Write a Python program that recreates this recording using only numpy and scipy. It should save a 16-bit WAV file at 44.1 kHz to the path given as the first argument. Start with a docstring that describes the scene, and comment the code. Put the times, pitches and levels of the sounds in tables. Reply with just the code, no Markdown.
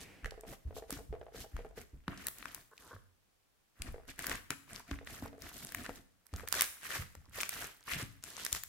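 """A hand sweeps over a table and lands; then two hands poke, stretch, fold and squeeze foam-bead slime.
Streams of tiny damped rings crackle and squelch under each stroke, and bigger bubbles snap and ring.
Fingertips ring the table's modes or skid in stick-slip bursts, and soft low pushes make the thuds.
Decaying noise answers as a small bare room, over a steady hush of coloured noise."""
import sys
import numpy as np
from scipy import signal
from scipy.fft import rfft, irfft, next_fast_len
from scipy.io import wavfile
from scipy.ndimage import uniform_filter1d, map_coordinates

SR = 44100
rng = np.random.default_rng(int(sys.argv[2]) if len(sys.argv) > 2 else 0)


def materialize(psi):
    """Save the field psi as 16-bit PCM at rate SR to the path in sys.argv[1].

    A 1-D psi becomes a single channel; in a 2-D psi each row is a channel.
    """
    bounded = np.clip(np.atleast_2d(psi).T, -1, 1)
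    quanta = np.round(bounded * 32767).astype(np.int16)
    wavfile.write(sys.argv[1], SR, quanta)


N = 382788
LOW_CUT_HZ, TOP_HZ = 21, 15900  # band limits of the recorder


def amp(db):
    """Decibels to amplitude."""
    return 10 ** (np.asarray(db) / 20)


def unit(x):
    """x scaled to an rms of 1."""
    return x / np.sqrt(np.mean(x ** 2) + 1e-20)


def crest(x):
    """x scaled to a peak of 1."""
    return x / np.abs(x).max()


def along(points, hz):
    """Interpolate (Hz, value) points on a log frequency axis."""
    f, v = np.transpose(points)
    return np.interp(np.log(hz + 1), np.log(f + 1), v)


def wobble(rate):
    """A smooth random curve, rate knots a second."""
    knots = rng.standard_normal(int(N * rate / SR) + 4)
    return map_coordinates(knots, [np.arange(N) * rate / SR])


def filtered(x, response):
    """x times a response of frequency, without phase shift."""
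    m = next_fast_len(N + SR // 2)
    return irfft(rfft(x, m) * response(np.fft.rfftfreq(m, 1 / SR)), m)[..., :N]


def coloured(x, spectrum):
    """x shaped by a spectrum, at rms 1."""
    return unit(filtered(x, lambda hz: amp(along(spectrum, hz))))


def band(x, lo_hz, hi_hz, order=2):
    """Causal band-pass."""
    sos = signal.butter(order, [lo_hz, min(hi_hz, SR / 2 - 100)], 'band', fs=SR, output='sos')
    return signal.sosfilt(sos, x)


def pair(size, apart):
    """White noise at two microphones: a shared part plus an opposed part."""
    mid, side = rng.standard_normal((2, size))
    return np.array([mid + apart * side, mid - apart * side])


def add(track, s, sound):
    """Mix a sound into a stereo track at time s."""
    part = track[:, max(round(s * SR), 0):][:, :sound.shape[-1]]
    part += sound[..., :part.shape[1]]


# Strokes of the hands: pokes, then a stretch, a peel and fold, and last the squeezes in both fists.
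# Each row: start in seconds, end in seconds, squelch of air pockets in dB, crackle of tearing films in dB.
STROKES = [ (0, 0.045, -66.5, -54.5), (0.235, 0.285, -53.5, -63), (0.47, 0.55, -57.5, -54),
           (0.745, 0.8, -72, -58), (0.894, 0.995, -57.5, -54), (1.345, 1.44, -55, -51.5),
           (1.53, 1.66, -64.5, -70.5), (1.76, 1.83, -57.5, -56), (2.082, 2.17, -52.5, -67),
           (2.16, 2.31, -57.5, -61.5), (2.36, 2.62, -59.5, -60.5), (2.76, 3.0, -72, -66),
           (3.785, 3.95, -60, -65), (4.08, 4.115, -52, -53), (4.185, 4.26, -49, -52.5),
           (4.265, 4.38, -43.5, -48), (4.507, 4.545, -47.5, -57), (4.69, 4.81, -52.5, -54.5),
           (4.88, 4.97, -56.5, -61.5), (5.065, 5.2, -55, -53.5), (5.22, 5.29, -57.5, -60.5),
           (5.41, 5.52, -55, -56), (5.53, 5.69, -59.5, -52.5), (5.71, 5.92, -55, -58.5),
           (5.92, 6.01, -70, -64.5), (6.335, 6.44, -56, -57.5), (6.525, 6.655, -42, -41),
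           (6.84, 7.015, -43.5, -44.5), (7.34, 7.47, -50.5, -49.5), (7.505, 7.69, -49, -47),
           (7.875, 8.035, -45.5, -47), (7.915, 7.96, -51, -54), (8.24, 8.32, -58.5, -53.5),
           (8.34, 8.51, -54.5, -51), (8.525, 8.59, -54, -45)]
# Colour of the tearing films. Each row: frequency in Hz, relative level in dB.
CRACKLE = [(1760, -25), (3000, -3), (4700, -5), (10000, -5), (12100, -1), (15100, -5), (16000, -26)]
# Colour of the air pockets. Each row: frequency in Hz, relative level in dB.
SQUELCH = [(240, -15), (400, -1), (850, -11), (1170, -3.5), (1840, 3), (2920, 1), (4200, -21), (5460, -39),
           (9240, -120)]
# Colour of the lump's dull rub. Each row: frequency in Hz, relative level in dB.
RUB = [(15, -31), (25, -2), (59, 0), (217, -6.5), (275, -2), (312, -8), (552, -21), (700, -8), (1540, -120)]
FIZZ_DB, FIZZ_HZ, FIZZ_FROM_S = -4, 2820, 7.3  # level against the strokes' squelch
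MERGE_DB = -50.5  # above this strain, single ticks get no louder and merge into the wash


def kneading():
    """Pressed slime tears sticky films and squashes air pockets; it creeps and ticks between strokes."""
    press = pressure(STROKES, blunt_rise=3.7, blunt_fall=3.1)
    creep = np.abs(uniform_filter1d(uniform_filter1d(press, SR // 2), SR // 4))
    squelch_gain, crackle_gain, rub_gain = press + amp(-25) * creep
    clusters = wobble(60)  # pockets burst in uneven clusters

    films = grains(rate=4300, pitch_hz=8760, spread=0.52, cycles=0.98, scatter_db=1.5,
                   pan_db=0.0, lag_s=.00008, size=48)
    crackle = crackle_gain * unit(coloured(films, CRACKLE) * amp(2.7 * clusters))
    crackle = crackle * amp([[-.8], [.8]])  # towards the right

    pockets = grains(rate=1700, pitch_hz=1790, spread=0.48, cycles=2.1, scatter_db=5,
                     pan_db=7.5, lag_s=.00012, size=200)
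    squelch = amp(0.2) * squelch_gain * unit(coloured(pockets, SQUELCH) * amp(3.33 * clusters))
    squelch = squelch * amp([[1.1], [-1.1]])  # towards the left

    # in the last squeezes, tightly packed pockets fizz at a higher pitch
    tight = grains(rate=2500, pitch_hz=FIZZ_HZ, spread=0.17, cycles=1.3, scatter_db=3.0,
                   pan_db=8.5, lag_s=.0001, size=160)
    fizz = amp(FIZZ_DB) * squelch_gain * (np.arange(N) / SR > FIZZ_FROM_S) * unit(tight)

    lumps = amp(4 * wobble(30))
    rub = rub_gain * unit(coloured(pair(N, apart=0.26), RUB) * lumps)

    # single beads come unstuck, and middling pockets open, wherever the slime is under strain
    beads = grains(rate=75, pitch_hz=10000, spread=.35, cycles=1.1, scatter_db=5,
                   pan_db=4, lag_s=.00008, size=60)
    blips = grains(rate=80, pitch_hz=1850, spread=.3, cycles=1.5, scatter_db=4,
                   pan_db=3, lag_s=.0001, size=300)
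    strain = np.minimum(press + amp(-12) * creep, amp(MERGE_DB))
    ticks = amp(-4.5) * strain[1] * unit(beads) + amp(-7.5) * strain[0] * unit(blips)
    return crackle + squelch + fizz + rub + ticks


# Spans with the lump off the table, where it rubs less. Each row: start in seconds, end in seconds.
LIFTS = [(2.15, 3.7), (6.45, 8.68)]
LIFT_DB = -7  # change of the rub while lifted
RUB_DB, RUB_GROWS = -35, .36  # rub in a stroke of 0 dB squelch; dB it gains per dB of squelch


def pressure(strokes, blunt_rise, blunt_fall):
    """Squelch, crackle and rub gains: strokes swell, hold and ease; a lower blunt rounds that edge."""
    t = np.arange(0, N / SR, .002)
    press = np.zeros((3, len(t)))
    for start, end, squelch_db, crackle_db in strokes:
        u = np.clip((2 * t - start - end) / (end - start), -10, 10)  # -1 at start, 1 at end
        lifted = any(a < start < b for a, b in LIFTS)
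        rub_db = RUB_DB + RUB_GROWS * squelch_db + LIFT_DB * lifted
        swell = np.exp(-np.abs(u) ** np.where(u < 0, blunt_rise, blunt_fall))
        press += amp([[squelch_db], [crackle_db], [rub_db]]) * swell
    return np.array([np.interp(np.arange(N) / SR, t, p) for p in press])


POCKET_DRIFT = .15  # the size of the pockets drifts as the fingers move on (log ratio)


def grains(rate, pitch_hz, spread, cycles, scatter_db, pan_db, lag_s, size):
    """A stream of tiny damped rings, rate a second, from scattered places in the lump."""
    count = int(rate * N / SR)
    start = rng.integers(0, N, count)
    pitch, place, strength = rng.standard_normal((3, count, 1))
    drift = POCKET_DRIFT * wobble(20)[start, None]
    hz = np.minimum(pitch_hz * np.exp(spread * pitch + drift), TOP_HZ)
    gain = amp(scatter_db * np.minimum(strength, 2))
    slots = (start[:, None] + np.arange(size)).ravel()
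    ears = []
    for side in (1, -1):
        lag = lag_s * np.maximum(-side * place, 0)  # the farther ear hears it later
        turns = hz * np.maximum(np.arange(size) / SR - lag, 0)
        ring = np.sin(2 * np.pi * turns) * np.exp(-turns / cycles)
        ring = gain * amp(side * place * pan_db / 2) * ring
        ears.append(np.bincount(slots, ring.ravel(), N + size)[:N])
    return np.array(ears)


# Bursting bubbles. Each row: time in seconds, snap of the skin in dB before SNAP_DB, its pitch in Hz,
# ring of the cavity in dB before CAVITY_DB, its pitch in Hz, left over right in dB.
POPS = [(0.2455, -43, 4500, -29.5, 1780, 1), (0.2585, -42, 6000, -29, 1860, -7.5),
        (0.3088, -37, 4000, -46, 1790, 3), (0.4095, -41.5, 8900, -63, 1700, 1),
        (0.9059, -29.5, 9000, -35.5, 1250, 0.5), (0.9264, -33, 8000, -38.5, 1260, 4),
        (1.5663, -44.5, 6000, -35.5, 1380, 3), (2.0804, -41.5, 4000, -25.5, 1400, 3),
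        (2.385, -37.5, 10800, -51, 1700, 0), (2.269, -23, 13000, -34, 1800, 3),
        (2.2842, -25.5, 12500, -41, 1400, -4), (2.4268, -55, 4000, -34, 1670, 8),
        (2.4562, -41, 7000, -29, 1530, 5), (2.547, -30.5, 12000, -42, 1600, 2),
        (2.779, -48, 4500, -45.5, 2480, 2), (3.8202, -28.5, 6500, -34.5, 2620, 5.5),
        (4.1921, -31.5, 8000, -31.5, 1740, 7), (4.2432, -40, 6000, -32, 1730, 2),
        (4.2681, -24, 13000, -31, 1610, 6), (4.2962, -28.5, 7000, -33, 1730, -1),
        (4.5055, -23.5, 6500, -24.5, 1570, 4), (4.9125, -38, 4000, -27.5, 1520, 9.5),
        (4.9884, -65, 4000, -38, 1890, -2), (5.073, -56, 7000, -31.5, 1920, -1),
        (5.2244, -47, 6000, -34.5, 620, 1.5), (5.26, -47, 9000, -33.5, 950, 2),
        (5.7219, -33, 13500, -37, 1780, 2), (5.7477, -25, 14000, -25.5, 1800, 2.5),
        (5.8629, -39, 6000, -33, 1840, 2), (5.8936, -48, 5000, -31, 910, 4),
        (6.267, -46.5, 10200, -58, 1710, -8), (6.3384, -41, 4500, -36.5, 1280, 0),
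        (6.3968, -49, 5000, -36, 1700, 8), (6.476, -34.5, 7000, -32, 1770, 4),
        (6.4865, -28, 13000, -40, 2100, -5), (6.526, -18, 9000, -27.5, 1310, -10),
        (6.5411, -29, 4000, -24.5, 1570, 6), (6.5517, -28, 8500, -32, 1680, 7),
        (6.5847, -37, 8000, -29.5, 1810, 0), (6.6096, -13, 8500, -22.5, 2090, -0.5),
        (6.6201, -14, 11500, -20.5, 1760, 1), (7.152, -42.5, 8000, -40.5, 860, 1),
        (7.4047, -30, 7000, -25, 2400, 2), (7.4102, -27.5, 5500, -36, 1500, 5),
        (7.416, -25, 12000, -55, 1700, 2), (7.4327, -28, 6000, -23.5, 2400, 5),
        (7.4926, -19.5, 12000, -32, 2320, 0), (7.9237, -37, 8000, -35, 2100, 0),
        (7.9353, -37, 5000, -26, 2660, 8), (8.2388, -31, 8000, -38, 1480, 5),
        (8.4501, -24.5, 9000, -40, 1600, -5), (8.4645, -26, 6000, -29, 1660, 7),
        (8.528, -18, 7500, -29.5, 1800, 4), (8.5488, -28, 7000, -28, 1940, 0),
        (8.636, -26, 12500, -40, 1880, 2)]
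SNAP_DB, CAVITY_DB = 3.5, 0.5


def pops():
    """A bubble's skin snaps, then its open cavity rings for a few cycles."""
    out, lead = np.zeros((2, N)), SR // 250
    t = (np.arange(SR // 40) - lead) / SR
    rise, after = np.maximum(-t, 0), np.maximum(t, 0)
    for s, snap_db, snap_hz, cavity_db, cavity_hz, pan_db in POPS:
        crack = amp(-60 * rise / 0.0023 - 60 * after / 0.0092)
        fringe = amp(-19 - 60 * rise / 0.009 - 60 * after / 0.016)  # weak noise around the snap
        burst = pair(len(t), apart=0.94) * (crack + fringe)
        snap = crest(band(burst, snap_hz / 1.65, snap_hz * 1.45, order=1))
        ring = np.sin(2 * np.pi * cavity_hz * after) * amp(-60 * after / 0.007)
        splash = pair(len(t), apart=0.67) * amp(-60 * rise / 0.0025 - 60 * after / 0.016)
        splash = band(splash, cavity_hz / 2, cavity_hz * 1.66)
        cavity = crest(ring + 0.62 * crest(splash))
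        sound = amp(snap_db + SNAP_DB) * snap + amp(cavity_db + CAVITY_DB) * cavity
        add(out, s - lead / SR, sound * amp([[pan_db / 2], [-pan_db / 2]]))
    return out


# Fingertips pressing through to the table. Each row: time in seconds, level in dB.
TAPS = [(0.26, -41.5), (0.321, -42), (0.377, -43), (0.435, -41), (0.45, -45), (0.526, -43.5),
        (0.708, -41.5), (0.766, -37), (0.78, -43), (0.823, -40), (0.896, -41), (0.989, -41), (1.127, -34),
        (1.151, -40), (1.213, -37.5), (1.266, -42.5), (1.322, -51.5), (1.346, -41), (1.443, -43.5),
        (1.59, -39), (1.648, -40.5), (1.71, -50.5), (1.776, -39.5), (3.943, -38), (3.981, -43.5),
        (5.012, -44.5), (5.256, -40.5), (5.329, -45.5), (5.348, -52), (5.38, -49), (5.893, -40),
        (6.338, -48), (6.434, -42.5)]
# Modes of the table under a fingertip, before each tap's scatter.
# Each row: frequency in Hz, relative level in dB, decay by 60 dB in seconds.
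TABLE = [(456, -2.5, 0.082), (484, 2, 0.035), (532, -0.5, 0.027), (590, 0.5, 0.024), (654, -1.5, 0.055),
         (776, -10.5, 0.061)]


def taps():
    """A cushioned fingertip rings the table's modes, scattered per blow, with a wet smack and one rebound."""
    out, t = np.zeros((2, N)), np.arange(SR // 8) / SR
    for s, db in TAPS:
        for count in range(2):
            ring = 0
            for hz, level_db, t60_s in TABLE:
                decay = amp(level_db + rng.normal(0, 5.4) - 60 * t / t60_s)
                ring = ring + decay * np.sin(2 * np.pi * hz * (1 + rng.normal(0, 0.022)) * t)
            ring = crest(ring * (1 - np.exp(-t / 0.0013)))  # cushioned onset
            smack = crest(band(pair(len(t), apart=0.83) * amp(-60 * t / 0.028), 470, 1750))
            delay_s, fall_db = count * rng.uniform(.011, .019), 6 * count
            add(out, s + delay_s, amp(db - fall_db) * (ring + amp(-6.5) * smack))
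    return out


# Soft blows of palms and lump on the table. Each row: time in seconds, push in dB before PUSH_DB,
# its pitch in Hz, knock of the table top in dB before KNOCK_DB.
THUDS = [(0.23, -36, 44, -62), (0.652, -35.5, 65, -64), (0.924, -44.5, 190, -42.5), (0.962, -41, 62.7, -54),
         (1.091, -37.5, 59.2, -74), (1.535, -37, 55.6, -69), (1.932, -42.5, 61, -62.5),
         (2.0797, -34, 185, -43.5), (2.932, -48, 97.5, -67), (3.797, -41.5, 55.3, -61),
         (3.882, -37, 55.5, -57), (4.504, -45.5, 122, -47), (4.912, -37.5, 70, -40),
         (5.2245, -40.5, 81, -40.5), (5.889, -44, 222, -50), (6.33, -36.5, 74.4, -53),
         (6.987, -36.5, 95, -66), (7.169, -48.5, 75, -70), (7.279, -54.5, 79.5, -69.5),
         (7.957, -39, 136, -61), (8.024, -39.5, 112, -46.5), (8.522, -42, 52.3, -71)]
PUSH_DB, KNOCK_DB = -0.5, 14
GIVE_CYCLES = 0.147  # the soft mass starts to give this much before the knock


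def thuds(table_hz=278):
    """A soft mass gives one low push; a shudder builds up under it, with a knock and a brief hum."""
    out, t = np.zeros((2, N)), np.arange(SR // 3) / SR
    for s, db, hz, knock_db in THUDS:
        turns = hz * t
        push = np.sin(2 * np.pi * turns) * turns ** 2 * np.exp(-turns / 0.41)
        shudder = band(pair(len(t), apart=0.3), hz * 0.19, hz * 1.4)
        shudder = shudder * amp(-60 * t / 0.16) * (1 - np.exp(-turns ** 2))
        decay = amp(-60 * t / 0.022) + amp(-20 - 60 * t / 0.36)  # knock, then hum
        knock = np.sin(2 * np.pi * table_hz * t) * decay * (1 - np.exp(-table_hz * t * 2))
        add(out, s - GIVE_CYCLES / hz, amp(db + PUSH_DB) * (crest(push) + 0.99 * crest(shudder)))
        add(out, s, amp(knock_db + KNOCK_DB) * knock)
    return out


# A damp finger skids on the table.
# Each row: start in seconds, end in seconds, mean slip level in dB, mean pitch of the contact in Hz.
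SKIDS = [(2.71, 2.737, -56.5, 1280), (2.794, 2.798, -44, 1270), (2.805, 2.908, -60.5, 1160),
         (2.905, 2.938, -48, 1310), (2.958, 2.964, -50, 1400)]
# Resonances of the contact. Each row: multiple of its pitch, relative level in dB.
SKID = [(0.38, 0), (0.88, 4), (1.13, 2.5)]


def skids(rate_hz=300):
    """Skin sticks and slips unevenly; each slip rings the contact, whose pitch shifts with the grip."""
    out, t = np.zeros((2, N)), np.arange(SR // 50) / SR
    for start, end, db, hz in SKIDS:
        slips = start + np.cumsum(rng.uniform(0.42, 1.6, 60)) / rate_hz
        for s in slips[slips < end]:
            turns = hz * np.exp(0.067 * rng.standard_normal()) * t
            ring = sum(amp(level_db) * np.sin(2 * np.pi * ratio * turns) for ratio, level_db in SKID)
            add(out, s, amp(db + rng.normal(0, 3)) * crest(ring * t * amp(-60 * t / 0.008)))
    return out


# Colour of a hand sweeping over the table. 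Each row: frequency in Hz, relative level in dB.
SWISH = [(300, -1.5), (1200, -15.5), (2400, -7), (3400, -19.5), (15000, -32)]
SWISH_DB, SWISH_FADE_DB_PER_S, SWISH_END_S = -54.5, 34, .23


def swish():
    """A hand sweeps smoothly towards the slime, slowing until it lands: fading coloured noise."""
    t = np.arange(N) / SR
    speed = amp(SWISH_DB - SWISH_FADE_DB_PER_S * t) * (t < SWISH_END_S)
    return speed * coloured(pair(N, apart=0.46), SWISH)


# Decay of the room. Each row: frequency in Hz, decay by 60 dB in seconds.
ROOM = [(100, 1), (300, 0.47), (15000, 0.51)]


def room(x, gap_s):
    """The walls answer after a short gap; a fresh noise tail every third of a second varies the answer."""
    out, hop = np.zeros((2, N)), SR // 3
    for start in range(0, N, hop):
        hz, t, z = signal.stft(rng.standard_normal((2, SR // 2)), SR, nperseg=256)
        decay = amp(-60 * t / along(ROOM, hz)[:, None])
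        tail = signal.istft(z * decay, SR, nperseg=256)[1]
        tail = tail / np.linalg.norm(tail[0])
        add(out, start / SR + gap_s, signal.fftconvolve(x[:, start:start + hop], tail, axes=1))
    return out


# Colour of the background. Each row: frequency in Hz, relative level in dB.
HUSH = [(25, 1.5), (100, -6), (1500, -14.5), (15000, -23)]
HUSH_DB = -75


def hush():
    """Steady coloured noise, wide between the microphones."""
    return amp(HUSH_DB) * coloured(pair(N, apart=0.96), HUSH)


def scene():
    """Slime, table and fingers heard directly, plus the room's answer and the hush."""
    slime = kneading() + pops()
    table = thuds() + skids() + swish()
    fingers = taps()
    walls = room(amp(-10.5) * slime + amp(-9) * table + amp(-9) * fingers, gap_s=.008)
    return slime + table + fingers + walls + hush()


def record(dry):
    """The microphone sheds the deepest rumble; a steep low-pass sets the recorder's band limit."""
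    low_cut = signal.butter(3, LOW_CUT_HZ, 'high', fs=SR, output='sos')
    thinned = signal.sosfilt(low_cut, dry)
    return filtered(thinned, lambda hz: 1 / np.sqrt(1 + (hz / TOP_HZ) ** 120))


dry = scene()
out = record(dry)
materialize(out)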